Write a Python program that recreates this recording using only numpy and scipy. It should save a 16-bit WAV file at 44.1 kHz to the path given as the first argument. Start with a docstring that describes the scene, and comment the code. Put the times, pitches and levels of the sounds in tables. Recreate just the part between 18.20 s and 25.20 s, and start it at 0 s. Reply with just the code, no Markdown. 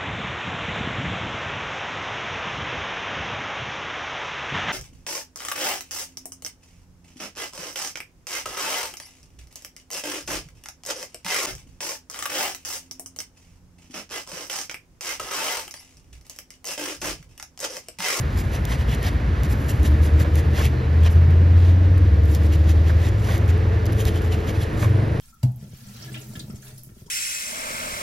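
"""At a street stall, a jackfruit is carved while a one-cylinder engine idles nearby, then pulls away.
The knife saws through wet fibres in short hissing strokes; strands snap and the core cracks.
Each firing of the engine makes the exhaust thud, and the pipe booms as the speed rises.
Traffic washes along behind it all, and a thin high whine joins near the end."""
import sys
import numpy as np
from scipy import signal
from scipy.fft import rfft, irfft
from scipy.io import wavfile
from scipy.ndimage import uniform_filter1d

SR = 44100
rng = np.random.default_rng(int(sys.argv[2]) if len(sys.argv) > 2 else 0)


def store_wav(level_fs):
    """Save 16-bit WAV to argv[1]."""
    pcm = np.round(np.clip(np.atleast_2d(level_fs), -1, 1) * 32767)
    wavfile.write(sys.argv[1], SR, pcm.T.astype(np.int16))


N = 308700  # 7 seconds
TIME, HZ = np.arange(N) / SR, np.fft.rfftfreq(N, 1 / SR)

# Knife strokes; more rasp means a deeper cut: peak_s, swell_s, level_db, rasp_db, ring_hz
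KNIFE_STROKES = [(.005, 0.013, -46.5, -13, 2630), (.2, 0.0295, -41.5, -1.5, 2320),
                 (.355, 0.031, -44.5, 4, 2650), (.532, 0.051, -47, 7.5, 2000), (.61, .025, -52, 8, 3000),
                 (.735, 0.0474, -47.5, 8, 2790), (0.87, 0.0424, -43.5, 8, 1780),
                 (1.25, 0.014, -48.5, 6.5, 2520), (1.32, 0.028, -45, -3.5, 2500),
                 (1.42, .06, -56, -14, 2500), (1.502, 0.016, -39, -2.5, 2970),
                 (1.665, 0.03, -42.5, 2.5, 1760), (1.855, 0.03, -44, -0.5, 2080),
                 (2.015, 0.03, -44.5, 3.5, 1780), (2.187, 0.039, -45.5, 4, 1920),
                 (2.401, 0.057, -44, 7.5, 1904), (2.452, 0.0644, -44.5, 7.5, 2630),
                 (2.835, .01, -51.5, 0.5, 3080), (2.864, 0.017, -51.5, 15.5, 3200),
                 (2.917, 0.017, -46.5, -9, 3070), (3.48, 0.13, -57.5, 9.5, 1750),
                 (4.13, 0.052, -50, -14, 3060), (4.159, 0.025, -45.5, 1.5, 5260),
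                 (4.255, 0.038, -50.5, 2.5, 2480), (4.344, 0.0236, -47.5, 6, 2740),
                 (4.504, 0.0313, -46.5, 5, 2690), (4.697, 0.038, -51.5, 9.5, 1890),
                 (4.868, 0.07, -50.5, 7.5, 1920), (5.14, 0.12, -47, 6.5, 2056),
                 (5.298, 0.012, -48, 5.5, 2460), (5.661, 0.0037, -59, 16.5, 5000),
                 (5.806, 0.026, -40, -1.5, 3200), (5.88, 0.0186, -41, 3.5, 3300),
                 (5.97, 0.025, -50, 6, 3020), (6.062, 0.043, -55, 4, 2820),
                 (6.138, 0.022, -46.5, 8.5, 2900), (6.295, 0.026, -45, 4.5, 3050),
                 (6.359, 0.014, -55.5, 11, 2520), (6.428, 0.028, -45, 3.5, 3300),
                 (6.638, 0.049, -42, 1, 1750)]
# Tone colour (how strong each pitch is) of tearing fibres: pitch_hz, level_db
FIBRE_COLOUR = [(200, -20), (700, 7), (1100, -4), (1800, 0.5), (2400, -2.5), (3200, 0), (4500, -6),
                (7000, -6), (9000, -10), (12000, -11), (14300, -14.5), (15500, -23)]
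# Strands snapping and the blade ticking: start_s, level_db
STRAND_TICKS = [(0.4524, -23), (0.748, -30), (0.829, -29), (1.2341, -27), (1.6317, -30), (2.1555, -26),
                (2.4544, -24), (2.8639, -32), (3.1073, -41), (3.7798, -36), (4.036, -40), (4.0555, -38),
                (4.1495, -22), (5.1791, -29), (5.2794, -36), (5.3774, -41), (5.656, -30), (5.665, -31),
                (5.7239, -31), (5.731, -32), (5.8531, -21), (6.0197, -36)]
# Bright colour of a tick: pitch_hz, level_db
TICK_COLOUR = [(500, -20), (2000, -8), (4500, -3.5), (7000, -4), (12000, -3), (15500, -9)]
# The core cracking as the blade levers it: start_s, level_db
CORE_CRACKS = [(0.517, -25.5), (0.877, -34), (2.0044, -27), (2.0472, -23.5), (2.383, -27), (2.401, -25),
               (2.413, -30), (2.863, -27.5), (4.6958, -25.5), (5.087, -23.5), (5.1425, -30), (6.2933, -30),
               (6.627, -20.5), (6.645, -26.5)]
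# Hollow colour of the core: pitch_hz, level_db
CORE_COLOUR = [(300, -10), (580, 17.5), (800, -7), (1080, 13.5), (1400, 8.5), (1750, 12), (2000, -9),
               (2300, 8), (2800, -16), (3400, -6), (5000, -24), (10000, -39)]

# Engine speed, from idle through first gear to a fresh burst of throttle: time_s, firings_per_s
ENGINE_SPEED = [(0, 11.43), (1.25, 11.48), (1.5, 13.4), (1.8, 15.2), (2.25, 15.6), (2.5, 15.45),
                (2.7, 15.75), (3.0, 16.7), (3.3, 17.1), (4.4, 19.4), (4.7, 19.9), (5.0, 20.9), (5.7, 21.35),
                (6.1, 21.25), (6.35, 20.3), (6.55, 20.9), (6.85, 25.6), (7, 26)]
# Booms at 4 and 5 times the firing rate, swelling as they pass a low resonance: time_s, level_db
LOW_BOOM = [(0, -65), (1.6, -46), (1.75, -29), (2.1, -48), (2.9, -33), (3.3, -37.5), (3.6, -31.5),
            (3.9, -14.5), (4.15, -18), (4.5, -13), (4.8, -16.5), (5.0, -28), (5.3, -15.5), (5.85, -30.5),
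            (6.1, -18), (6.25, -32), (6.38, -18.5), (6.54, -33), (6.68, -18.5), (7, -28.5)]
HIGH_BOOM = [(0, -30), (1.35, -24), (1.77, -15), (2.0, -17), (2.15, -16.5), (2.64, -24), (2.76, -13),
             (3.2, -12), (3.45, -12.5), (3.85, -15), (4.15, -24.5), (4.55, -26), (4.9, -22.5),
             (5.85, -23.5), (6.2, -36), (6.38, -21.5), (6.55, -31), (6.67, -18), (7, -29.5)]
# A brief tone at 8 times the firing rate as the engine takes the load: time_s, level_db
LOAD_TONE = [(0, -60), (1.9, -43), (2.3, -29.5), (2.65, -26.5), (2.92, -40), (3.07, -27.5), (3.4, -50),
             (7, -68)]
# Uneven firing, strongest as the clutch grips: time_s, depth_share
ENGINE_JUDDER = [(0, .2), (.9, .22), (1.3, .35), (1.55, .6), (1.9, 0.25), (2.4, 0.35), (2.7, 0.06),
                 (4.7, 0), (7, 0)]
# Colour of the exhaust thuds above the boom: pitch_hz, level_db
THUD_COLOUR = [(65, 9), (80, 10), (92, 5), (102, 1), (112, 3), (126, 5), (135, 1), (142, -3), (151, 1),
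               (162, -7), (175, -10), (210, -8), (260, -14), (315, -20.5), (370, -15), (520, -21),
               (750, -21)]
# Strength of the thuds, highest under load: time_s, level_db
THUD_LEVEL = [(0, -39), (.6, -41.5), (1.35, -39.5), (2.55, -37.5), (2.85, -39.5), (3.1, -34), (3.35, -36),
              (3.7, -41), (5, -40.5), (5.7, -61), (6.6, -37), (7, -34.5)]
# Moments when the engine stumbles: time_s, dip_db
WEAK_FIRINGS = [(.315, -8), (1.405, -7), (1.85, -6), (2.1, -13), (2.235, -13), (2.36, -11), (2.67, -7),
                (2.92, -8), (3.905, -5), (6.485, -12)]
# Two resonances (pitches that ring easily) of the silencer: time_s, pitch_hz, level_db
SILENCER_LOW = [(0, 295, -55), (1.4, 290, -44), (1.8, 308, -33), (2.2, 312, -40.5), (2.8, 312, -40.5),
                (3.5, 292, -37.5), (4.3, 315.4, -33), (5.2, 337, -41), (7, 316, -33)]
SILENCER_HIGH = [(0, 450, -62), (1.4, 440, -58), (1.9, 467, -41.5), (2.601, 450, -41.5), (3.2, 445, -51),
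                 (4.2, 462, -40.5), (4.6, 438, -50), (5.0, 422, -41), (5.5, 439, -32.5), (6.1, 432, -34.5),
                 (6.4, 444, -41.5), (7, 440, -36)]
# Colour of the rattling engine casing: pitch_hz, level_db
CASING_COLOUR = [(100, 3.5), (200, 3), (260, -5.5), (330, -2), (450, -4.5), (560, -3), (800, -16),
                 (1500, -34.5), (4000, -46.5)]

# Rise and fall of the traffic: time_s, roar_db, tyre_hiss_db
TRAFFIC_LEVELS = [(0, -43, -52.5), (1.5, -42, -52.5), (3.2, -43.5, -54), (4.5, -45, -52.5),
                  (5.1, -42.5, -52.5), (7, -42.5, -52.5)]
# Colour of the traffic: pitch_hz, level_db
TRAFFIC_COLOUR = [(15, -29), (30, -8), (43, 9), (70, 15), (120, 9.5), (220, -3), (480, -8.5), (800, -15),
                  (1700, -14.5), (2500, -22.5), (4000, -28), (6000, -35), (9000, -42), (15500, -50)]
# How alike left and right are: pitch_hz, likeness_share
STEREO_LIKENESS = [(100, 1), (300, .88), (600, .62), (1200, .2), (1600, .5), (2000, .85), (5000, .97),
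                   (7000, .85), (8500, .97), (12000, .88)]
# How far the left wave runs ahead of the right: pitch_hz, lead_radians
LEFT_LEAD = [(250, 0), (1000, .5), (1500, 3.5), (1750, .4), (3000, .5), (5000, 0), (7000, -1.5),
             (8200, -3.0), (8800, -3.3), (11000, -5.8), (12800, -6.6), (15000, -9.2)]
# How much louder the left is than the right: pitch_hz, balance_db
LEFT_BALANCE = [(100, .5), (600, .7), (1000, .7), (1500, -5.3), (2000, -4.5), (3000, 0)]


def knife(rasp_db=-7.5, crunch_db=-3, ring_db=-1, ring_sag=.06, drag_db=-15, sticking_db=1.2):
    """Each stroke tears wet fibres with a hiss; deep ones add a rasp, a crunch and a sinking ring."""
    hiss_power, body_power, ring = np.zeros((3, N))
    for peak_s, swell_s, db, depth_db, ring_hz in KNIFE_STROKES:
        near = slice(*np.searchsorted(TIME, [peak_s - .5, peak_s + .5]))
        t = TIME[near] - peak_s
        fade_s = .014 + .22 * swell_s  # a long push stops faster than it builds
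        push = np.exp(-abs(t / np.where(t < 0, swell_s, fade_s)) ** 2.2)
        drag = gain_of(drag_db) * np.exp(-(t / .1) ** 2)  # quiet rubbing before and after
        force = gain_of(db) * np.maximum(push, drag)
        hiss_power[near] += force ** 2
        body_power[near] += (force * gain_of(depth_db)) ** 2
        pitch_hz = ring_hz * (1 - ring_sag * np.tanh(t / swell_s))  # sinks as the blade goes in
        ring[near] += gain_of(db + depth_db) * push * np.cos(2 * np.pi * np.cumsum(pitch_hz) / SR)
    tearing = tearing_fibres()
    rasp = irfft(rfft(tearing) / (1 + (HZ / 6500) ** 4), N)  # the part below about 6500 Hz
    body = gain_of(rasp_db) * rasp + gain_of(crunch_db) * crunch()
    cut = np.sqrt(hiss_power) * (tearing - rasp) + np.sqrt(body_power) * body
    cut += gain_of(ring_db) * ring * wobble(240)
    return gain_of(sticking_db * wobble(62)) * cut


def tearing_fibres(fibres_per_s=5000, spread_db=1.5, smooth_noise=.22):
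    """Thousands of fibres break each second, and their tiny clicks blur into a hiss."""
    sizes = gain_of(spread_db * np.minimum(rng.exponential(1, (2, N)), 5))
    clicks = sizes * rng.choice([-1, 1], (2, N)) * (rng.random((2, N)) < fibres_per_s / SR)
    hiss = unit_level(clicks) + smooth_noise * rng.standard_normal((2, N))
    tearing = shifting_cut(colour(hiss, FIBRE_COLOUR))
    return tearing / np.std(band(tearing, 9000, 15000))


def shifting_cut(sound, patchy_db=2.1):
    """The cut changes shape, so different pitches stand out from stroke to stroke."""
    grid = signal.stft(sound, nperseg=512)[2]  # the sound laid out by pitch and time
    patches = uniform_filter1d(rng.standard_normal(grid.shape[1:]), size=5, axis=0)
    patches = uniform_filter1d(patches, size=16, axis=1)
    return signal.istft(grid * gain_of(patchy_db * unit_level(patches)), nperseg=512)[1][:, :N]


def crunch(pops_per_s=900, low_hz=1700, high_hz=5200, spread_db=3, pitch_count=24):
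    """Juicy cells burst under the blade: many small pops of random size and pitch."""
    sizes = gain_of(spread_db * np.minimum(rng.exponential(1, N), 3))
    hits = sizes * (rng.random(N) < pops_per_s / SR)
    choice = rng.integers(0, pitch_count, N)
    pops = [wet_pop(hz) for hz in np.geomspace(low_hz, high_hz, pitch_count)]
    return unit_level(sum(signal.oaconvolve(hits * (choice == k), pop)[:N] for k, pop in enumerate(pops)))


def wet_pop(pitch_hz, decay_cycles=6, rise_share=.086):
    """One cell bursts: a few dying vibrations that lift in pitch."""
    cycles = pitch_hz * TIME[:1000]
    age = cycles / decay_cycles
    return np.exp(-age) * np.sin(2 * np.pi * cycles * (1 + rise_share * np.tanh(age / 2)))


def snaps():
    """Thin strands snap brightly; the core gives way with a duller crack."""
    ticks = bursts(STRAND_TICKS, TICK_COLOUR, decay_s=.0018)
    cracks = bursts(CORE_CRACKS, CORE_COLOUR, decay_s=.014)
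    return gain_of(-1) * ticks + gain_of(-4) * cracks


def blade_squeak(peak_s=2.615, half_length_s=.05, pitch_hz=4100, fall_hz_per_s=1500, level_db=-57):
    """A thin, scraping squeak falls slightly as the blade comes free."""
    t = TIME - peak_s
    falling_hz = pitch_hz - fall_hz_per_s * np.clip(t, -half_length_s, half_length_s)
    swell = np.exp(-(t / half_length_s) ** 4)
    return gain_of(level_db) * swell * fuzzy_tone(np.cumsum(falling_hz) / SR, width_hz=130)


def engine():
    """Exhaust, silencer and casing all keep time with the one firing cylinder."""
    rate_hz, = follow(ENGINE_SPEED)
    firings = .1 + np.cumsum(rate_hz) / SR  # goes up by one with each firing
    stumble_db = sum(db * np.exp(-((TIME - s) / .022) ** 2) for s, db in WEAK_FIRINGS)
    pipe = gain_of(stumble_db) * exhaust(firings, rate_hz)
    return pipe + silencer(firings, rate_hz) + casing(firings, rate_hz)


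def exhaust(firings, rate_hz, drift_radians=.096, unevenness=.22):
    """Puffs of gas make harmonics (multiples of the firing rate): low ones boom, higher ones thud."""
    boom = sum(gain_of(follow(levels)[0]) * np.cos(2 * np.pi * harmonic * firings)
               for harmonic, levels in ((4, LOW_BOOM), (5, HIGH_BOOM), (8, LOAD_TONE)))
    # strong and weak firings take turns, never quite regularly
    boom *= 1 + np.sqrt(2) * follow(ENGINE_JUDDER)[0] * np.cos(np.pi * firings + 1.93 * wobble(2.76))
    thuds = np.zeros(N)
    for harmonic in range(6, 30):
        size = gain_of(at_pitch(THUD_COLOUR, harmonic * rate_hz))
        lag = .2 * (harmonic - 6) ** 2  # the silencer smears each thud in time
        drift = drift_radians * (harmonic - 5) * wobble(1)  # shifting echoes stir high harmonics most
        thuds += size * np.cos(2 * np.pi * harmonic * firings - lag + drift)
    thuds *= gain_of(follow(THUD_LEVEL)[0]) * (1 + unevenness * wobble(23))
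    return np.sqrt(2) * (boom + thuds)


def silencer(firings, rate_hz, width_hz=20, drift_radians=.95, flutter=.4):
    """High harmonics drone in turn as rising speed carries them through the silencer's resonances."""
    drones = np.zeros((2, N))
    for resonance in (SILENCER_LOW, SILENCER_HIGH):
        centre_hz, db = follow(resonance)
        nearest = np.round(centre_hz / rate_hz)
        tone = np.zeros(N, complex)
        drifts = [drift_radians * wobble(9) for _ in range(5)]
        for harmonic in range(int(nearest.min()) - 2, int(nearest.max()) + 3):
            closeness = np.exp(-((harmonic * rate_hz - centre_hz) / width_hz) ** 2)
            phase = 2 * np.pi * harmonic * firings + harmonic ** 2 + drifts[harmonic % 5]
            tone += closeness * np.exp(1j * phase)
        sides = [(tone * (1 + flutter * (wobble(13) + 1j * wobble(13)))).real for side in "LR"]
        drones += gain_of(db) * unit_level(np.array(sides))
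    return drones


def casing(firings, rate_hz, idle_hz=11.4, idle_db=-47, driving_db=-37, db_per_hz=.5, throb=.14):
    """The casing rattles, hardest just after each firing, and grows louder with speed."""
    beat = 1 + throb * np.cos(2 * np.pi * (firings - .1))
    above_idle_hz = rate_hz - idle_hz
    db = driving_db + (idle_db - driving_db) * np.exp(-above_idle_hz / 1.1) + db_per_hz * above_idle_hz
    return gain_of(db) * unit_level(noise(CASING_COLOUR) * beat)


def traffic(rumble_db=-25, roar_boost_db=2, hiss_boost_db=-2, flicker_db=.6):
    """Traffic farther off: a steady rumble, with a roar and tyre hiss that swell slowly."""
    roar_db, hiss_db = follow(TRAFFIC_LEVELS)
    wash = noise(TRAFFIC_COLOUR)
    rumble = gain_of(rumble_db) * unit_level(band(wash, 0, 200))
    roar = gain_of(roar_db + roar_boost_db) * band(wash, 200, 3000) / np.std(band(wash, 700, 1600))
    hiss = gain_of(hiss_db + hiss_boost_db) * band(wash, 3000, SR / 2) / np.std(band(wash, 4000, 7000))
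    return rumble + (roar + hiss) * gain_of(flicker_db * wobble(21))


def whine(start_s=6.18, fade_in_s=.12, pitch_hz=9620, level_db=-62):
    """A faint, fuzzy high whine fades in and holds."""
    fade = np.clip((TIME - start_s) / fade_in_s, 0, 1)
    return gain_of(level_db) * fade * fuzzy_tone(pitch_hz * TIME, width_hz=150)


def gain_of(db):
    """Turns decibels into a number to multiply by."""
    return 10 ** (np.asarray(db) / 20)


def unit_level(sound):
    """Scales a sound to an average (rms) level of 1."""
    return sound / np.sqrt(np.mean(sound ** 2) + 1e-20)


def at_pitch(table, hz):
    """Looks up a table by pitch, sliding between its rows."""
    pitches, values = np.transpose(table)
    return np.interp(np.log(hz + 1), np.log(pitches + 1), values)


def follow(table):
    """Joins a table's rows into curves over time, one per value column."""
    times, *columns = np.transpose(table)
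    return [np.interp(TIME, times, column) for column in columns]


def wobble(rate_hz):
    """A random curve that moves up to about rate_hz times a second."""
    return unit_level(irfft(rfft(rng.standard_normal(N)) * np.exp(-(HZ / rate_hz) ** 2), N))


def fuzzy_tone(cycles, width_hz):
    """A tone blurred into a narrow band of noise."""
    fuzz = wobble(width_hz) + 1j * wobble(width_hz)
    return unit_level((fuzz * np.exp(2j * np.pi * cycles)).real)


def colour(pair, tone_colour):
    """Blends two unrelated noises into a partly alike left and right, then colours them."""
    left, other = rfft(pair)
    likeness = np.clip(at_pitch(STEREO_LIKENESS, HZ), 0, 1)
    right = likeness * left + np.sqrt(1 - likeness ** 2) * other
    return irfft(np.array([left, right]) * gain_of(at_pitch(tone_colour, HZ)), N)


def noise(tone_colour):
    """Steady stereo noise of a given colour."""
    return colour(rng.standard_normal((2, N)), tone_colour)


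def band(sound, low_hz, high_hz):
    """Keeps the part between two pitches."""
    return irfft(rfft(sound) * ((HZ > low_hz) & (HZ < high_hz)), N)


def bursts(events, tone_colour, decay_s):
    """Bursts of noise that start sharply and die away."""
    strength = sum(gain_of(db) * (TIME >= s) * np.exp(-abs(TIME - s) / decay_s) for s, db in events)
    return strength * unit_level(noise(tone_colour))


def scene():
    """The engine, the street and the carving, heard together."""
    return engine() + traffic() + knife() + snaps() + blade_squeak() + whine()


def record(dry, top_hz=15700):
    """Left and right hear each pitch with their own timing and level; the highest treble is cut."""
    half_shift = np.exp(.5j * at_pitch(LEFT_LEAD, HZ)) * gain_of(at_pitch(LEFT_BALANCE, HZ) / 2)
    sides = irfft(rfft(dry) * np.array([half_shift, 1 / half_shift]), N)
    treble_cut = signal.firwin(511, top_hz, window=("kaiser", 9), fs=SR)
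    return signal.oaconvolve(sides, treble_cut[None], "same")


dry = scene()
out = record(dry)
store_wav(out)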